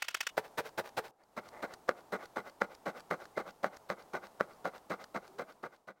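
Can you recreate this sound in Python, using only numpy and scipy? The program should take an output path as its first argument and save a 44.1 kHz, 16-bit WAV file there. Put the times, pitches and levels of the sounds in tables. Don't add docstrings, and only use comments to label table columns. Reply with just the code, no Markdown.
import sys
import numpy as np
from scipy import signal
from scipy.fft import rfft, irfft
from scipy.io import wavfile

SR = 44100
rng = np.random.default_rng(int(sys.argv[2]) if len(sys.argv) > 2 else 0)


def inscribe(sig):
    pcm = np.round(np.clip(np.atleast_2d(sig).T, -1, 1) * 32767)
    wavfile.write(sys.argv[1], SR, pcm.astype(np.int16))


N = 264600
T = np.arange(N) / SR
NEW_SPOT_S = 1.11

# f/Hz, level/dB
ROOM_COLOUR = [(25, -12), (100, -8.5), (200, -5.5), (300, -4), (400, -2), (550, -3), (800, 0.5), (1100, -5),
               (1600, -15.5), (2400, -21), (5000, -22.5), (9000, -24.5), (15500, -27.5)]
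QUICK_START_S, QUICK_EVERY_S, QUICK_DB = 0.0206, .0615, [-30.5, -30.5, -29.5, -28.5, -30.5]
# f/Hz, level/dB
QUICK_STAB_COLOUR = [(30, -35), (130, -36), (230, -22), (310, -19), (600, -7.5), (1000, -6.5), (1350, 0.5),
                     (2200, -3), (3200, -3.5), (4000, -10.5), (5700, -7.5), (7500, -12.5), (10000, -19),
                     (15500, -21.5)]
# f/Hz, width/Hz, level/dB
QUICK_STAB_MODES = [(1420, 71, 2.4), (1910, 54, 1.4), (2170, 110, 3.7), (2590, 130, 6.4), (2670, 170, 4.3),
                    (2920, 18, 7.2), (3270, 27, 5), (3570, 70, 7.9), (4570, 130, 6.2), (5500, 130, 2.8)]
# f/Hz, level/dB
QUICK_BARB_COLOUR = [(3000, -13.5), (6000, 10), (10000, -9), (15500, -11)]
# start t/s, push length/s, crunch level/dB, drag level/dB
STROKES = [(0.369, 0.019, -32.5, -52), (0.575, 0.023, -31.5, -45), (0.776, 0.023, -32.5, -46.5),
           (0.968, 0.021, -32.5, -47.5), (1.365, 0.024, -38, -53), (1.622, 0.029, -35.5, -50.5),
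           (1.878, 0.033, -40, -54), (2.12, 0.038, -35.5, -47), (2.358, 0.04, -38.5, -47.5),
           (2.604, 0.042, -40.5, -51.5), (2.856, 0.042, -37, -47), (3.103, .04, -36.5, -48.5),
           (3.366, 0.041, -36.5, -46.5), (3.63, 0.037, -37, -52), (3.89, 0.036, -38, -51),
           (4.132, 0.039, -37.5, -48), (4.395, 0.04, -45.5, -56), (4.644, 0.038, -38, -48),
           (4.897, 0.042, -37, -47.5), (5.143, 0.032, -38, -53.5), (5.382, 0.042, -41, -52),
           (5.628, 0.037, -44, -58), (5.872, 0.036, -49, -73.5)]
# f/Hz, level/dB
FIRST_SPOT_COLOUR = [(30, -41), (60, -23.5), (100, -6), (180, -10.5), (300, -10.5), (450, 2), (750, -0.5),
                     (1000, -5), (1600, -3), (2100, -9.5), (2900, -17), (3800, -17), (7000, -26.5),
                     (15000, -27.5)]
# f/Hz, width/Hz, level/dB
FIRST_SPOT_MODES = [(225, 10, 1), (442, 81, 7.6), (736, 310, 1.1), (804, 74, 3), (960, 43, 7.1),
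                    (1350, 37, 1.9), (1600, 41, 1), (2580, 180, 1.9)]
# f/Hz, level/dB
SECOND_SPOT_COLOUR = [(30, -36.5), (70, -19), (125, -9.5), (190, 1), (290, -6.5), (450, 1.5), (700, -5),
                      (980, -10), (1450, -0.5), (1760, -17), (2150, -10.5), (2800, -30.5), (5000, -38.5),
                      (15000, -47.5)]
# f/Hz, width/Hz, level/dB
PAD_MODES = [(193.7, 24, 4.1), (361, 24, 2.7), (504, 138, 4.9), (583, 5, 2.6), (762, 210, 8.2),
             (1117, 380, 5.3), (1613, 54, 5.6), (1985, 360, 7)]
# f/Hz, level/dB
BARB_COLOUR = [(1200, -5), (2400, 7.5), (3200, 4), (3900, 4.5), (5700, 0), (7500, -7.5), (10000, -10.5),
               (15500, -7.5)]
# f/Hz, width/Hz, level/dB
BARB_MODES = [(4000, 430, 4.7), (6250, 130, 6.9), (8180, 600, 7.1)]
# t/s, level/dB
CLEAR_SNAPS = [(0.3794, -11), (0.5832, -16.5), (0.991, -18.5), (1.3798, -25), (1.8875, -21), (1.8917, -5.5),
               (1.912, -29.5), (2.3715, -19), (2.6155, -18), (2.6191, -8.5), (2.8677, -20), (3.1115, -16.5),
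               (3.3785, -16.5), (3.6439, -9), (3.9015, -13), (4.1516, -24.5), (4.4037, -17.5), (4.409, -8),
               (4.6551, -19), (4.9198, -23.5), (5.1643, -19), (5.3939, -26), (5.6394, -25.5)]
# f/Hz, level/dB
SNAP_COLOUR = [(40, -14), (110, 0), (200, 1.5), (330, 2), (550, 6.5), (850, -6), (1400, 1), (2000, -7.5),
               (2800, -8.5), (5000, -44), (15000, -43.5)]
# f/Hz, level/dB
THREAD_COLOUR = [(1500, -15), (2800, -5), (4300, 6.5), (6000, 1.5), (8500, -12.5), (15500, -12)]
# t/s, level/dB
CLEAR_TICKS = [(1.2352, -59), (1.487, -47), (1.737, -38.5), (2.2558, -51), (2.749, -48), (3.004, -45),
               (3.2535, -47), (3.7679, -44), (5.0406, -43), (5.2774, -48.5)]
# f/Hz, level/dB
TICK_COLOUR = [(300, 2), (1500, 8.5), (2500, -5.5), (3500, -4), (4800, 0.5), (6200, -5), (8000, -10),
               (15000, -19.5)]
# f/Hz, width/Hz, level/dB
NEEDLE_MODES = [(3870, 200, 0), (4530, 220, 6.5), (5720, 300, 2)]
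# middle t/s, half length/s, level/dB
SLIDES = [(1.217, 0.024, -65), (1.543, 0.026, -55), (1.594, 0.039, -51.5), (1.7, .03, -57),
          (2.206, 0.018, -50)]
# f/Hz, level/dB
CLOTH_COLOUR = [(100, -20), (400, 0), (620, 4), (950, 0.5), (1300, -5), (1650, -10), (2050, -4.5),
                (2700, -22.5), (4000, -25), (8000, -32), (15000, -38)]
# t/s, length/s, start f/Hz, end f/Hz, level/dB
SQUEAKS = [(3.352, 0.035, 2100, 2054, -57.5), (5.282, 0.037, 413, 350, -60.5),
           (5.333, .055, 370, 425, -61.5), (5.432, 0.044, 597, 694, -62)]


def undb(db):
    return 10 ** (np.asarray(db) / 20)


def add(out, s, sound):
    i = max(int(s * SR), 0)
    out[i:i + len(sound)] += sound[:max(N - i, 0)]


def response(colour, modes=(), pitch=1, size=4096):
    hz = np.maximum(np.fft.rfftfreq(size, 1 / SR), 1) / pitch
    colour_hz, colour_db = np.transpose(colour)
    db = np.interp(np.log(hz), np.log(colour_hz), colour_db)
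    for centre, width, peak_db in modes:
        db = db + peak_db / (1 + (2 * (hz - centre) / width) ** 2)
    cepstrum = irfft(np.log(undb(db)))[:size // 2]
    cepstrum[1:] *= 2
    ring = irfft(np.exp(rfft(cepstrum, size)))[:size // 2]
    return ring / np.linalg.norm(ring)


def through(force, ring):
    return signal.fftconvolve(force, ring)[:N]


def waver(step_s):
    knots = np.arange(0, N / SR + step_s, step_s)
    return np.interp(T, knots, rng.standard_normal(N)[:len(knots)])


def fibres(rate, spread_db):
    slips = (rng.random(N) < rate / SR) * rng.choice([-1, 1], N)
    slips = slips * undb(spread_db * np.clip(rng.standard_normal(N), -2, 2))
    return slips / np.std(slips)


def push(s, length, rise_s, fall_s, sag_db):
    t = np.arange(int((length + 10 * fall_s) * SR)) / SR
    build = np.sin(np.pi / 2 * np.minimum(t / rise_s, 1)) ** 2
    sag = undb(sag_db * (np.minimum(t / length, 1) - .5))
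    stop = np.exp(-np.maximum(t - length, 0) / fall_s)
    out = np.zeros(N)
    add(out, s, build * sag * stop)
    return out


def swell(s, half_s):
    t = np.arange(int(6 * half_s * SR)) / SR - 3 * half_s
    out = np.zeros(N)
    add(out, s + t[0], np.exp(-(t / half_s) ** 2))
    return out


def room(quick_end_s=.305, dip_s=0.35, dip_db=-18.5, fade_from_s=5.35, fade_db_per_s=28):
    low = through(rng.standard_normal(N), response(ROOM_COLOUR))
    high = through(rng.standard_normal(N), response(ROOM_COLOUR, pitch=4))
    dip = np.interp(T - NEW_SPOT_S, [0, dip_s], [dip_db, 0], left=0)
    fade = fade_db_per_s * np.maximum(T - fade_from_s, 0)
    level = undb(-61.5 + dip - fade - waver(step_s=0.17))
    return level * np.where(T < quick_end_s, undb(1.4) * high, low)


def quick_stabs(length_s=0.0081, lead_s=0.0011, pull_after_s=0.028):
    strokes = [(QUICK_START_S + QUICK_EVERY_S * k, db) for k, db in enumerate(QUICK_DB)]
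    force = sum(undb(db) * push(s - lead_s, length_s, rise_s=0.0052, fall_s=0.0027, sag_db=-7)
                for s, db in strokes)
    drag = sum(undb(db) * swell(s + pull_after_s, half_s=0.0069) for s, db in strokes)
    slips = (force + undb(-19) * drag) * fibres(rate=12000, spread_db=4)
    crunch = through(slips, response(QUICK_STAB_COLOUR, QUICK_STAB_MODES))
    barbs = through(drag * fibres(rate=15000, spread_db=3), response(QUICK_BARB_COLOUR))
    return undb(1.5) * crunch + undb(-30.5) * barbs


def pad(force):
    first = through(force * (T < NEW_SPOT_S), response(FIRST_SPOT_COLOUR, FIRST_SPOT_MODES))
    second = through(force * (T >= NEW_SPOT_S), response(SECOND_SPOT_COLOUR, PAD_MODES))
    return first + second


def stabs(lead_s=0.0034, first_barb_db=-16, second_barb_db=-18.5):
    force = sum(undb(db) * push(s - lead_s, length + lead_s, rise_s=0.017, fall_s=0.0093, sag_db=-6)
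                for s, length, db, _ in STROKES)
    rub = sum(undb(db) * push(s - lead_s, length + lead_s, rise_s=0.0089, fall_s=0.009, sag_db=-4.5)
              for s, length, db, _ in STROKES)
    crunch = pad(force * fibres(rate=2400, spread_db=2))
    barb_db = np.where(T < NEW_SPOT_S, first_barb_db, second_barb_db)
    catch = undb(barb_db + 0.71 * waver(step_s=0.0018))
    barbs = through(catch * rub * fibres(rate=3200, spread_db=5.5), response(BARB_COLOUR, BARB_MODES))
    return undb(1.49) * crunch + barbs


def echoes(tool, table_s=0.003383, table_db=-15, walls_s=.012, tail_t60_s=0.52, tail_db=-33):
    table = np.interp(T - table_s, T, tool, left=0)
    t = np.arange(SR // 2) / SR
    scatter = rng.standard_normal(len(t)) * (t > walls_s) * undb(-60 * t / tail_t60_s)
    tail = signal.fftconvolve(scatter, response(ROOM_COLOUR))
    walls = through(tool, tail / np.linalg.norm(tail))
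    return undb(table_db) * table + undb(tail_db) * walls


def soft_snaps(count=2, after_s=.008, window_s=0.019, lift_db=6.5, scatter_db=3.5):
    chance = rng.random((len(STROKES), count, 2))
    return [(s + after_s + window_s * when, db + lift_db + scatter_db * (2 * size - 1))
            for (s, _, db, _), needles in zip(STROKES, chance) for when, size in needles]


def snaps(slip_s=0.000358, load=0.59, tear_s=0.00091):
    ring = response(SNAP_COLOUR, PAD_MODES)
    t = np.arange(len(ring)) / SR
    release = np.interp(t - slip_s, t, ring, left=0)
    pop = load * ring - release
    middle = t[-1] / 2
    thump, tear = np.zeros((2, N))
    for s, db in list(CLEAR_SNAPS) + soft_snaps():
        add(thump, s, undb(db) * pop / np.abs(pop).max())
        add(tear, s - middle, undb(db) * np.exp(-np.abs(t - middle) / tear_s))
    threads = through(tear * fibres(rate=14000, spread_db=5), response(THREAD_COLOUR))
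    crunch = pad(tear * fibres(rate=8000, spread_db=-2.5))
    return undb(-3) * thump + undb(-31.5) * threads + undb(-13.5) * crunch


def pull_time(s, length, turn_s=0.057, pull_per_push=1.36):
    return s + turn_s + pull_per_push * length


def pulls(hiss_lag_s=0.0061):
    middles = [(pull_time(s, length), db) for s, length, _, db in STROKES]
    force = sum(undb(db) * swell(s, half_s=0.023) for s, db in middles)
    rub = sum(undb(db) * swell(s + hiss_lag_s, half_s=0.022) for s, db in middles)
    thin_bass = signal.butter(1, 380, "high", fs=SR, output="sos")
    drag = signal.sosfilt(thin_bass, pad(force * fibres(rate=1600, spread_db=3)))
    barbs = through(rub * fibres(rate=6000, spread_db=2), response(BARB_COLOUR))
    return undb(1) * drag + undb(-13) * barbs


def ticks(decay_s=0.0014, free_after_s=0.0263):
    age = np.arange(int(10 * decay_s * SR)) / SR / decay_s
    faint_ticks = [(pull_time(s, length) + free_after_s, db - 3) for s, length, _, db in STROKES]
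    force = np.zeros(N)
    for s, db in list(CLEAR_TICKS) + faint_ticks:
        add(force, s, undb(db) * age * np.exp(1 - age))
    return undb(-3) * through(force * fibres(rate=7000, spread_db=1.5), response(TICK_COLOUR, NEEDLE_MODES))


def slides():
    force = sum(undb(db) * swell(s, half_s) for s, half_s, db in SLIDES)
    return through(force * fibres(rate=900, spread_db=0.5), response(CLOTH_COLOUR))


def squeaks():
    out = np.zeros(N)
    for s, length, start_hz, end_hz, db in SQUEAKS:
        hz = np.linspace(start_hz, end_hz, int(length * SR))
        tone = np.sqrt(2) * np.sin(2 * np.pi * np.cumsum(hz) / SR)
        add(out, s, undb(db) * signal.windows.tukey(len(hz), .5) * tone)
    return out


def scene():
    tool = stabs() + snaps() + pulls() + slides() + ticks()
    return (tool + echoes(tool) + quick_stabs() + squeaks() + room())[None]


def record(dry, top_hz=16000):
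    return signal.sosfilt(signal.ellip(10, .2, 70, top_hz, fs=SR, output="sos"), dry)


dry = scene()
out = record(dry)
inscribe(out)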